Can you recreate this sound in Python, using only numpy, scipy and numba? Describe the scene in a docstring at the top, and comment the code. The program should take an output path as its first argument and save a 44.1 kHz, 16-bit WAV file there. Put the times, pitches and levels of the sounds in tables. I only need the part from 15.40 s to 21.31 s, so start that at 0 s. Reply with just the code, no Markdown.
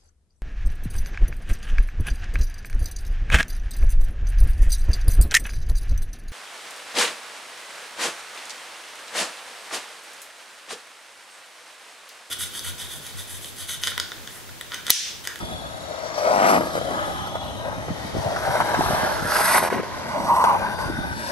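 """In a concrete bowl, a skateboard carves round below a hand-held phone.
Grit under the wheels shakes the deck and trucks (random taps through resonances); joints and coping
tiles knock them (short pushes through the same resonances); bearings and sliding urethane hiss.
The curved walls scatter the board's sound as dense echoes. A light wind buffets the two microphone ports
with rumble and puffs, over faint breathy whistles and a distant outdoor wash of noise."""
import sys
import numpy as np
from scipy import signal
from scipy.fft import rfft, irfft
from scipy.io import wavfile
from scipy.ndimage import uniform_filter1d, map_coordinates
from numba import njit

SR = 44100
rng = np.random.default_rng(int(sys.argv[2]) if len(sys.argv) > 2 else 0)


def unload_wav(signal):
    """Save mono or channel-first audio to the path in sys.argv[1] as 16-bit WAV at rate SR, clipped to [-1, 1]."""
    wavfile.write(
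        sys.argv[1],
        SR,
        np.round(np.clip(np.atleast_2d(signal).T, -1, 1) * 32767).astype(np.int16),
    )


N = 260631
T = np.arange(N) / SR

# the board along the ride, before small trims: (t/s, low deck modes/dB, high deck modes/dB, trucks/dB)
RIDE = [(0.0, -36, -36, -40), (0.05, -40, -48, -46), (0.3, -39, -47, -40), (0.45, -39, -48, -46),
        (0.55, -35, -43, -42), (0.773, -35, -40, -38), (0.779, -24.5, -33.5, -35), (0.835, -26.5, -33, -33),
        (0.86, -22, -28, -28), (0.95, -21.5, -14.5, -31), (1.08, -18.5, -17.5, -18),
        (1.17, -20, -16.5, -26.5), (1.25, -35, -44, -40), (1.32, -34.5, -37, -36), (1.45, -30, -42, -38),
        (1.54, -30, -30, -33), (1.6, -32.5, -31, -31), (1.7, -29.5, -37, -38), (1.78, -33.5, -37, -35),
        (1.92, -37, -40, -42), (2.16, -36.5, -41.5, -46), (2.3, -34.5, -34.5, -38.5), (2.65, -44, -58, -54),
        (2.85, -28, -45, -45), (3.03, -28.5, -33, -33), (3.3, -26, -27.5, -29.5), (3.56, -24, -29, -31),
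        (3.8, -28, -30.5, -29.5), (3.9, -25.5, -34, -28.5), (4.03, -25.5, -32, -28.5),
        (4.1, -20.5, -23.5, -23), (4.135, -21, -27, -26), (4.17, -18.5, -22, -25.5),
        (4.27, -28.5, -30.5, -30.5), (4.4, -34.5, -34.5, -43), (4.64, -37.5, -40, -44),
        (4.72, -36.5, -34, -41.5), (4.77, -31, -31.5, -42), (4.85, -30, -31, -38),
        (4.89, -28.5, -21.5, -40), (4.96, -21, -22.5, -39), (5.07, -22, -19, -31),
        (5.14, -19.5, -23.5, -34.5), (5.2, -23, -31, -36.5), (5.27, -26.5, -29, -29.5),
        (5.34, -25, -37, -35.5), (5.42, -27, -31, -35.5), (5.6, -37.5, -43, -37.5),
        (5.91, -31.5, -34.5, -34.5)]
# wheels over joints and edges: (t/s, blow level/dB, colour f/Hz)
KNOCKS = [(0.521, -27, 610), (0.778, -17, 850), (0.846, -18, 546), (0.862, -22, 590), (1.208, -12.5, 507),
          (1.218, -19, 600), (1.234, -19, 528), (1.27, -15.5, 630), (1.353, -13, 560), (1.365, -18, 545),
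          (1.376, -15, 530), (1.413, -15, 527), (1.509, -20, 636), (1.534, -22, 830), (1.871, -23.5, 700),
          (1.954, -16, 745), (2.482, -22, 496), (2.76, -24, 610), (2.962, -16, 1300), (3.111, -29, 540),
          (3.153, -10, 870), (3.203, -6.5, 950), (3.208, -13, 1800), (3.275, -33, 641), (3.343, -10, 754),
          (3.408, -9, 750), (3.46, -14, 800), (3.485, -17, 850), (3.508, -15, 650), (3.525, -16, 690),
          (3.546, -14, 800), (3.568, -16, 1050), (3.709, -18, 993), (3.92, -10, 1450), (3.938, -20, 1450),
          (3.955, -10.5, 1530), (3.964, -8, 1510), (3.989, -9, 890), (4.006, -6.5, 800), (4.146, -8, 950),
          (4.152, -12, 1050), (4.18, -4.5, 1040), (4.302, -15, 1090), (4.325, -15, 476), (4.339, -25, 230),
          (4.358, -24, 597), (4.378, -24, 510), (4.39, -22, 445), (4.398, -20, 403), (4.432, -22, 496),
          (4.868, -23, 1070), (4.901, -17, 1020), (4.943, -21, 960), (4.962, -17, 950), (4.997, -17, 756),
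          (5.040, -2, 930), (5.049, -24, 1040), (5.088, -15, 1160), (5.12, -24, 800), (5.157, -18, 700),
          (5.185, -23, 850), (5.215, -20, 754), (5.329, -37, 770), (5.387, -20, 780)]
# wheels rattling along the tile band, levels relative to the deck:
# (start t/s, end t/s, joints per second, blow level/dB, grit level/dB, colour f/Hz)
TILES = [(0.879, 0.905, 99, 8, -3, 650), (0.919, 1.04, 99, 12, -14, 730), (1.044, 1.18, 100, 10, -8, 690),
         (4.227, 4.28, 86, 15, -8, 820)]
# where the rider is: (t/s, left minus right level/dB, colour of the trucks f/Hz, colour of the scrub f/Hz)
PLACE = [(0, 4.5, 1330, 3470), (.8, 4.5, 1170, 4130), (1.1, 4.5, 1350, 6000), (1.3, 4, 1250, 3700),
         (2.3, 4, 1350, 3450), (2.9, 3.5, 1330, 4000), (3.33, 2, 1510, 3900), (3.47, 1.5, 1320, 3900),
         (3.6, 1.5, 1580, 4000), (3.72, 1, 1420, 4200), (3.95, 0.5, 1420, 4850), (4.3, 0.5, 1550, 3280),
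         (4.8, 2.5, 1450, 4270), (5.15, 2.5, 1410, 4170), (5.27, 3, 1580, 4100), (5.5, 2.5, 1420, 3900),
         (5.91, 5.5, 1660, 4530)]
# resonances of the deck, of the trucks, and of the low boom: (f/Hz, width/Hz, level/dB)
DECK = [(503, 90, -3), (526.3, 45, 2), (617, 72, 1.5), (685, 64, 1), (784, 87, -1.5), (852, 44, -2),
        (955.6, 46, 2), (1047, 99, 1), (1230, 250, -8.5)]
TRUCKS = [(1238, 240, -5), (1440, 145, 0), (1616, 420, -4), (1865, 180, -2), (2026, 450, -8),
          (2520, 380, -8)]
BOOM = [(197, 70, -1), (276, 86, 1.5), (345, 160, -0.5), (472, 23, -11.5)]


def undb(db):
    """Turn decibels into a factor for the amplitude."""
    return 10 ** (np.asarray(db) / 20)


def level(x, db):
    """Scale a sound so that its average (RMS) level is db."""
    return x * undb(db) / np.sqrt(np.mean(x ** 2))


def curves(table):
    """Join the points of a table with straight lines over time, one curve per column."""
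    s, *columns = np.transpose(table)
    return [np.interp(T, s, column) for column in columns]


def walk(rate):
    """Wandering random levels: each is held 1 / rate s, then smoothed twice; the spread is near 1."""
    hold = int(SR / rate)
    steps = np.repeat(rng.standard_normal(N // hold + 1), hold)
    return 1.82 * uniform_filter1d(uniform_filter1d(steps, hold), hold)[:N]


@njit
def svf(x, hz, width):
    """State-variable band-pass with moving centre and width in Hz, gain 1 at the centre."""
    y, band, low = np.empty(len(x)), 0., 0.
    for i in range(len(x)):
        g, k = np.tan(np.pi * hz[i] / SR), width[i] / hz[i]
        v = (band + g * (x[i] - low)) / (1 + g * (g + k))
        band, low, y[i] = 2 * v - band, low + 2 * g * v, k * v
    return y


def ring(x, modes, turn=-1):
    """Let x ring (Hz, width Hz, dB) modes; each next one is multiplied by turn, so -1 alternates the sign."""
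    out = 0
    for k, (hz, width, db) in enumerate(modes):
        b, a = signal.iirpeak(hz, hz / width, SR)
        out = out + turn ** k * undb(db) * signal.lfilter(b, a, x)
    return out


def coloured(points):
    """Noise with a spectrum that follows (Hz, dB) points, very weak below the first."""
    hz, db = np.transpose(points)
    f = np.maximum(np.arange(N // 2 + 1) * SR / N, 1)
    gain = undb(np.interp(np.log(f), np.log(hz), db, left=-60))
    return irfft(rfft(rng.standard_normal(N)) * gain, N)


def wash():
    """Far-off outdoor noise, differently coloured at each port, that swells a little."""
    # spectrum at the left and right port: (f/Hz, level per Hz/dB)
    left_colour = [(100, -35), (300, 4), (650, 12), (1300, 5), (2100, -80), (3100, -2), (4500, -7.5),
                   (5700, -6), (7200, -13.5), (9000, -29), (10800, -41), (12300, -43)]
    right_colour = [(100, -18), (300, 7), (650, -29), (1300, 2.5), (2100, -0.5), (3100, -15), (4500, -7),
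                    (5700, -36), (7200, -13.5), (9000, -45), (10800, -1), (12300, -33)]
    noise = np.array([coloured(left_colour), coloured(right_colour)])
    return level(noise, -38) * undb(2.9 * walk(2.48))


def rumble():
    """Low wind noise for one port: random air pressure in broad bass bands, with a flickering level."""
    air = rng.standard_normal(N) * undb(0.54 * walk(14))
    bass = ring(air, [(53.5, 54, -0.33), (111, 181, -0.6)])
    return level(ring(bass, [(79.4, 254, 0)]), 8.4)


def wind():
    """Air buffets the ports: rumble only partly alike on the two, and single puffs of one or two cycles."""
    # strength of the rumble, before its own level: (t/s, level/dB)
    wind_levels = [(0.0, -46.5), (0.76, -54), (1.27, -46.5), (2.11, -45.5), (2.34, -44.5), (2.6, -48),
                   (3.16, -46), (3.52, -44), (4.39, -49.5), (5.61, -42), (5.91, -49)]
    # puffs on the ports: (centre t/s, level/dB, pitch f/Hz, left minus right level/dB)
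    puffs = [(0.035, -25, 380, -5), (0.101, -35, 185, -1), (0.123, -27.5, 216, 1), (0.149, -29.5, 69.6, 3),
             (1.822, -29, 166, -14), (2.383, -34, 198, -22), (2.507, -18.5, 213, 3), (2.517, -25, 170, 2),
             (2.61, -34, 110, -5), (2.652, -26, 199, 1), (2.752, -21.5, 418, 13), (2.77, -21, 310, -11),
             (2.789, -21, 80, 6), (2.81, -31, 130, -2), (2.865, -23, 119, 7), (2.884, -29, 720, 2),
             (3.099, -22.5, 126, 1), (3.216, -33, 130, -20), (3.393, -12.5, 260, 2), (3.465, -29, 85, 17),
             (3.506, -19, 185, 6), (3.535, -21, 174, 2), (3.635, -19.5, 206, 0), (3.826, -26, 170, 9),
             (3.852, -22, 223, 2), (5.463, -25, 119, 1), (5.501, -17.5, 272, 7), (5.591, -20, 216, 7),
             (5.652, -29, 230, 6), (5.717, -27.5, 94, 7)]
    gust_db, gust_s = -25.5, 0.02  # extra rumble around each puff, relative to it
    puff_phase_rad, port_phase_rad = 2.2, .45  # a puff pushes, then pulls harder; spread between the ports
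    out = np.array([rumble() for _ in range(2)])
    # part of the rumble pushes one port as it pulls the other
    out = out - 0.083 * out[::-1]
    gusts = sum(undb(db + gust_db) * np.exp(-((T - s) / gust_s) ** 2) for s, db, _, _ in puffs)
    out = out * (undb(curves(wind_levels)) + gusts)
    chance = rng.standard_normal((len(puffs), 2))
    for (s, db, hz, pan_db), turn in zip(puffs, chance):
        i = slice(max(int((s - .04) * SR), 0), int((s + .04) * SR))
        cycles = hz * (T[i] - s)
        phase = puff_phase_rad + port_phase_rad * turn[:, None]
        puff = np.cos(2 * np.pi * cycles + phase) * np.exp(-(cycles / 0.62) ** 2)
        out[:, i] += undb(db + np.array([[pan_db], [-pan_db]]) / 2) * puff
    return out


def whistles():
    """Faint breathy whistles, stronger on the left: air noise in narrow resonances that fade and waver."""
    # each whistle; the fades reach a little past its times, and the level is before a small trim:
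    # (start t/s, end t/s, f/Hz, width/Hz, level/dB)
    whistle_list = [(0, 0.16, 3430, 50, -41), (.2, .55, 3440, 25, -48), (.15, .65, 3820, 45, -50),
                    (.2, .7, 2890, 35, -56), (.2, .6, 1920, 50, -61), (0, .8, 6780, 90, -54),
                    (.1, .8, 4300, 50, -54), (0.198, .8, 5450, 100, -53), (1.3, 2.2, 3110, 59.5, -45.5),
                    (1.296, 2.277, 3860, 60, -47), (1.403, 2.2, 3395, 50, -44), (1.698, 2.6, 3620, 30, -55),
                    (1.302, 1.698, 6770, 50, -51.5), (1.7, 2.6, 6180, 50, -56),
                    (1.7, 2.4, 5340, 200, -53.5), (2.1, 2.3, 2950, 90, -50), (2.3, 2.95, 3770, 50, -55),
                    (2.403, 2.803, 3080, 150, -48.5), (3.096, 3.696, 3090, 260, -45.5),
                    (3.147, 3.502, 3810, 200, -42.5), (2.89, 3.4, 4650, 50, -64),
                    (2.9, 3.805, 5160, 160, -53), (4.35, 4.9, 4730, 50, -53),
                    (4.803, 5.15, 6030, 300, -47.5), (5.296, 5.898, 3660, 60, -48.5),
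                    (5.4, 5.902, 4750, 70, -49.5), (5.5, 5.9, 5350, 90, -52)]
    out, noise = np.zeros((2, N)), rng.standard_normal((2, N))
    waver = undb(1.5 * walk(12.5))
    for start, end, hz, width, db in whistle_list:
        i = slice(max(int((start - .1) * SR), 0), int((end + 0.18) * SR))
        fade = np.clip(np.minimum(T[i] - start + 0.17, end + 0.15 - T[i]) / 0.24, 0, 1)
        # shifting the waver by the pitch gives each whistle a different part of it
        own_waver = np.roll(waver, int(hz) * 37)[i]
        tone = level(ring(noise[:, i], [(hz, width, 0)]), db - 0.6)
        out[:, i] += fade * own_waver * tone * undb([[0], [-4.5]])
    return out


def bowl(x, pan_db, wet_db, t60_s=0.039, lag_per_db=2.5, count=24):
    """Sound reaches the nearer port first; curved walls send each port dense echoes that keep changing."""
    # the right port hears it later by lag_per_db samples for each dB of pan
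    late = map_coordinates(x, [np.arange(N) - lag_per_db * pan_db], order=3, mode="nearest")
    direct = np.array([x, late])
    # one random echo pattern for each stretch of the ride, dying by 60 dB in t60_s
    t, hop = np.arange(4096) / SR, N // count + 1
    fade = np.exp(-np.log(1000) * t / t60_s) * (1 - np.exp(-t / 0.000074))
    echoes = rng.standard_normal((count + 1, 2, 4096)) * fade
    echoes *= undb(wet_db) / np.sqrt(np.sum(echoes ** 2, axis=2, keepdims=True))
    padded, wet = np.pad(x, (hop, 2 * hop)), np.zeros((2, N + 3 * hop + 4096))
    # overlapping pieces fade from one echo pattern to the next
    window = np.sin(np.pi * np.arange(2 * hop) / (2 * hop))
    for k, echo in enumerate(echoes):
        piece = padded[k * hop:(k + 2) * hop] * window
        wet[:, k * hop:(k + 2) * hop + 4095] += signal.fftconvolve(piece[None], echo, axes=1)
    return (direct + wet[:, hop:hop + N]) * undb(np.array([pan_db, -pan_db]) / 2)


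def tile_blows():
    """Evenly laid tiles give a blow at every joint, slightly uneven in time and strength."""
    blows = []
    for start, end, rate, db, _, hz in TILES:
        chance = rng.standard_normal((32, 2))
        s = start + np.arange(32) / rate + 0.0005 * chance[:, 0]
        ride_s, deck_db = np.transpose(RIDE)[:2]
        size = np.interp(s, ride_s, deck_db) + db + 1.0 * chance[:, 1]
        blows += [(a, b, hz) for a, b in zip(s, size) if a < end]
    return blows


def knocks(blows, ring_s, treble_db, width):
    """Each blow starts all modes of the board in step, coloured by where it lands, with a burst of grit."""
    out, t = np.zeros(N + 2048), np.arange(2048) / SR
    # urethane wheels give a little, so the push takes 0.6 ms
    push = np.sin(np.pi * np.minimum(t / .0006, 1))
    body = ring(push, BOOM + DECK + TRUCKS, turn=1.0) * np.exp(-t / ring_s)
    chance = rng.standard_normal((len(blows), 2048))
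    for (s, db, hz), noise in zip(blows, chance):
        # width is the band of modes the blow favours, as a share of its colour
        blow = ring(body, [(hz, width * hz, 0)])
        blow = ring(blow, [(hz, 1.1 * hz, 0)])
        crack = ring(noise, [(7000, 15000.0, 0)]) * np.exp(-t / 0.0025)
        i = int(s * SR)
        out[i:i + 2048] += undb(db) * (blow / abs(blow).max() + undb(treble_db) * crack)
    return out[:N]


def shudder():
    """The deck rattles on: extra grit drive that builds just after each knock and dies away."""
    shudder_db, fall_s, rise_s = -18, 0.0071, 0.0027  # level relative to the knock
    out = 0
    for s, db, _ in KNOCKS:
        t = np.maximum(T - s, 0)
        out = out + undb(db + shudder_db) * np.exp(-t / fall_s) * (1 - np.exp(-t / rise_s))
    return out


def grit(per_s, spread_db):
    """Grains of the concrete passing under the wheels: random taps, some larger, up to a limit."""
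    hit = rng.random(N) < per_s / SR
    sign, size = rng.standard_normal(N), rng.exponential(1, N)
    return hit * sign * undb(spread_db * np.minimum(size, 2.6))


def deck_sound(taps, shake):
    """Grit shakes the deck's modes; the side of the board that faces the phone sounds loudest."""
    # the part of the deck that sounds loudest as the board turns: (t/s, centre f/Hz, width/Hz)
    face = [(0, 700, 900), (.3, 666, 350), (.78, 680, 600), (.85, 590, 350), (.97, 720, 480),
            (1.15, 700, 600), (1.4, 580, 400), (1.55, 710, 500), (1.68, 640, 450), (1.8, 760, 500),
            (2.3, 660, 450), (2.7, 735, 700), (3.1, 770, 580), (3.27, 795, 550), (3.44, 870, 550),
            (3.52, 736, 500), (3.63, 890, 600), (3.75, 870, 600), (3.87, 630, 400), (4.17, 970, 606),
            (4.4, 565, 600), (4.83, 640, 506), (4.95, 960, 330), (5.07, 950, 420), (5.14, 860, 450),
            (5.21, 780, 600), (5.42, 840, 500), (5.91, 820, 800)]
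    low_db, high_db, _ = curves(RIDE)
    low = ring(taps, DECK[:5])
    high = ring(0.33 * taps + grit(3000, spread_db=1.5), DECK[5:])
    deck = (undb(low_db) + shake) * level(low, -2.55)
    deck = deck + (undb(high_db) + 0.39 * shake) * level(high, -0.45)
    face_hz, face_width = curves(face)
    # a small share of the whole deck is heard as well
    return 0.19 * deck + svf(deck, face_hz, face_width)


def trucks_sound(taps, shake):
    """Grit shakes the metal trucks: lower modes with a moving colour, and a rasp of the upper modes."""
    # rasp of the upper truck modes, before a small trim: (t/s, level/dB)
    rasp_levels = [(0, -52), (.5, -57), (.76, -50), (.99, -39), (1.03, -32.5), (1.16, -30.5), (1.25, -62),
                   (2.3, -50), (2.95, -46), (3.3, -67), (3.6, -43), (3.85, -53), (4.15, -27.5), (4.3, -43),
                   (4.5, -46), (5.05, -42), (5.4, -49), (5.91, -48)]
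    trucks_db, trucks_hz = curves(RIDE)[2], curves(PLACE)[1]
    # the trucks also feel grains that the deck does not
    grains = 0.59 * taps + grit(2500, spread_db=1.5)
    trucks = ring(grains, TRUCKS[:3])
    trucks = 0.17 * trucks + svf(trucks, trucks_hz, np.full(N, 264.0))
    rasp = ring(ring(grains, TRUCKS[3:], turn=0.36), [(2040, 1700, 0)])
    trucks = (undb(trucks_db) + 1.4 * shake) * level(trucks, -0.02)
    return trucks + (undb(curves(rasp_levels)[0]) + 0.65 * shake) * level(rasp, 0.1)


def hiss_sound():
    """Fine grit makes the sliding urethane scrub and the bearings hiss, each in its own treble resonances."""
    # strength of both, before small trims: (t/s, scrub level/dB, bearing level/dB)
    hiss_levels = [(0.0, -47, -53), (0.3, -58, -53), (0.74, -46.5, -59.5), (0.8, -40, -48),
                   (0.99, -43, -50), (1.1, -33.5, -38), (1.27, -49.5, -52), (1.52, -45.5, -49.5),
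                   (2.3, -63, -56.5), (2.86, -46.5, -52.5), (3.15, -45.5, -43), (3.36, -42, -44),
                   (3.55, -37.5, -37.5), (3.78, -43.5, -44), (3.95, -35, -31.5), (4.05, -34, -27),
                   (4.17, -28, -22.5), (4.26, -38, -32.5), (4.4, -51.5, -52.5), (4.66, -48.5, -54),
                   (4.96, -44, -40.5), (5.2, -49, -49.5), (5.42, -45, -46), (5.68, -52.5, -52),
                   (5.91, -37.5, -43.5)]
    # resonances of the scrub and of the bearings: (f/Hz, width/Hz, level/dB)
    scrub_modes = [(2600, 490, 7), (3696, 1900, -4), (3980, 1900, 0), (4620, 720, 0), (5530, 610, 7),
                   (5980, 700, -2.5)]
    bearing_modes = [(7740, 1000, -13.5), (7910, 520, -2.5), (9710, 1530, 2), (11340, 1370, 4),
                     (11800, 1400, -11)]
    scrub_db, bearing_db = curves(hiss_levels)
    scrub_hz = curves(PLACE)[2]
    fine = grit(9000, spread_db=1.5) * undb(.8 * walk(18) + 1.2 * walk(50))
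    # each scrub resonance swells and fades on its own
    scrub = sum(ring(fine, [mode]) * undb(0.5 * walk(14.0)) for mode in scrub_modes)
    scrub = ring(scrub, [(4300, 3200, 0)])
    scrub = 2.1 * scrub + svf(scrub, scrub_hz, np.full(N, 990.0))
    drive = (fine + grit(6000, spread_db=3.0)) * undb(0.32 * walk(24.37))
    bearings = ring(ring(drive, bearing_modes), [(10150, 7600, 0)])
    return undb(scrub_db) * level(scrub, -0.042) + undb(bearing_db) * level(bearings, 1.37)


def boom_sound():
    """Grit excites low resonances: a boom that wavers in strength while its colour moves."""
    # strength, before a small trim, and colour of the boom: (t/s, level/dB, centre f/Hz)
    boom_levels = [(0.0, -34, 277), (0.28, -56, 282), (0.749, -49.5, 250), (1.0, -32.5, 205),
                   (1.12, -27, 188), (1.3, -39.5, 228), (1.6, -42.5, 239), (2.75, -46, 292),
                   (3.3, -37, 316), (3.55, -36, 325), (3.75, -44, 302), (4.15, -34, 290), (4.24, -29, 280),
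                   (4.29, -35, 282), (4.325, -29.5, 220), (4.405, -28, 252), (4.42, -39, 260),
                   (4.7, -39, 230), (5.12, -34, 237), (5.4, -42.5, 253), (5.91, -43, 254)]
    boom_db, boom_hz = curves(boom_levels)
    boom = svf(ring(grit(1600, spread_db=0.5), BOOM), boom_hz, np.full(N, 240.))
    return undb(boom_db) * level(boom * undb(1.6 * walk(13)), -2.25)


def rolling():
    """The wheels roll over grit: deck, trucks, hiss and boom follow the strength of the ride."""
    # mostly dips as the wheels go light for a moment, with a few brief swells:
    # (middle t/s, half length/s, level change/dB)
    lifts = [(1.197, 0.01, -4), (1.257, 0.0089, 5), (1.336, 0.011, 2), (1.407, 0.023, -2),
             (1.427, 0.023, -1), (1.838, 0.028, -1.5), (1.922, 0.026, -2), (1.997, 0.026, -3),
             (2.73, 0.01, -6), (2.805, 0.018, -1), (3.12, 0.012, 0.5), (3.19, 0.013, -1),
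             (3.234, 0.0089, -6.5), (3.4, 0.0064, 0), (3.822, 0.033, -4.5), (4.211, 0.021, -9),
             (4.294, 0.0046, -25), (4.313, 0.006, -2), (4.417, 0.0059, -8), (4.862, 0.01, -2),
             (5.036, 0.0095, -2.5), (5.274, 0.023, -1.5), (5.367, 0.018, -5.5)]
    lift_db = sum(db * np.exp(-((T - s) / half) ** 2) for s, half, db in lifts)
    # on the smooth tiles the wheels meet less grit
    smooth = undb(sum(db * (T > start) * (T < end) for start, end, _, _, db, _ in TILES))
    taps = grit(3000, spread_db=1.5) * undb(0.44 * walk(60) + 1.27 * walk(25))
    shake = shudder()
    body = smooth * deck_sound(taps, shake) + trucks_sound(taps, shake)
    return undb(lift_db) * body + undb(0.74 * lift_db) * hiss_sound() + boom_sound()


def scene():
    """Add the wash, the wind and the whistles to the board's blows and rolling in the bowl."""
    pan_db = curves(PLACE)[0]
    # treble_db sets the burst of grit relative to the blow
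    blows = knocks(KNOCKS, ring_s=.006, treble_db=-22, width=.55)
    blows = blows + knocks(tile_blows(), ring_s=.009, treble_db=-24, width=.38)
    board = bowl(blows, pan_db, wet_db=-4.0) + bowl(rolling(), pan_db, wet_db=-4.0)
    return wash() + wind() + whistles() + board


def record(dry):
    """In the treble one port feeds most of both channels, with a turning phase; peaks round, the top is cut."""
    # phase by which the right channel leads in the treble: (f/Hz, phase/half turns)
    phase_turn = [(8800, 0), (9800, .98), (10300, 1.02), (11800, 2)]
    # the left port is weaker here: (f/Hz, half width/Hz, level/dB)
    port_dip = (1230, 690, -2.15)
    left, right = rfft(dry)
    f = np.arange(len(left)) * SR / N
    dip_hz, dip_width, dip_db = port_dip
    left = left * undb(dip_db * np.exp(-((f - dip_hz) / dip_width) ** 2))
    # each channel is turned by half of the phase, in opposite directions
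    half = np.interp(f, *np.transpose(phase_turn)) * np.pi / 2
    alike = .7  # how much the side signal resembles the left port
    mid = left * np.cos(half)
    side = -1j * np.sin(half) * (alike * left + np.sqrt(1 - alike ** 2) * right)
    share = np.clip((f - 7600) / 1000, 0, .88)
    both = (1 - share) * np.array([left, right]) + share * np.array([mid + side, mid - side])
    # the microphone is weak in the deepest bass and falls away at the top of the treble
    both = both / np.sqrt((1 + (f / 11900) ** 36) * (1 + (38 / (f + 1)) ** 4))
    rounded = np.tanh(0.85 * irfft(both, N)) / 0.76
    top_cut = signal.ellip(8, .2, 70, 12600, fs=SR, output="sos")  # cut above 12600 Hz
    return signal.sosfilt(top_cut, rounded)


dry = scene()
out = record(dry)
unload_wav(out)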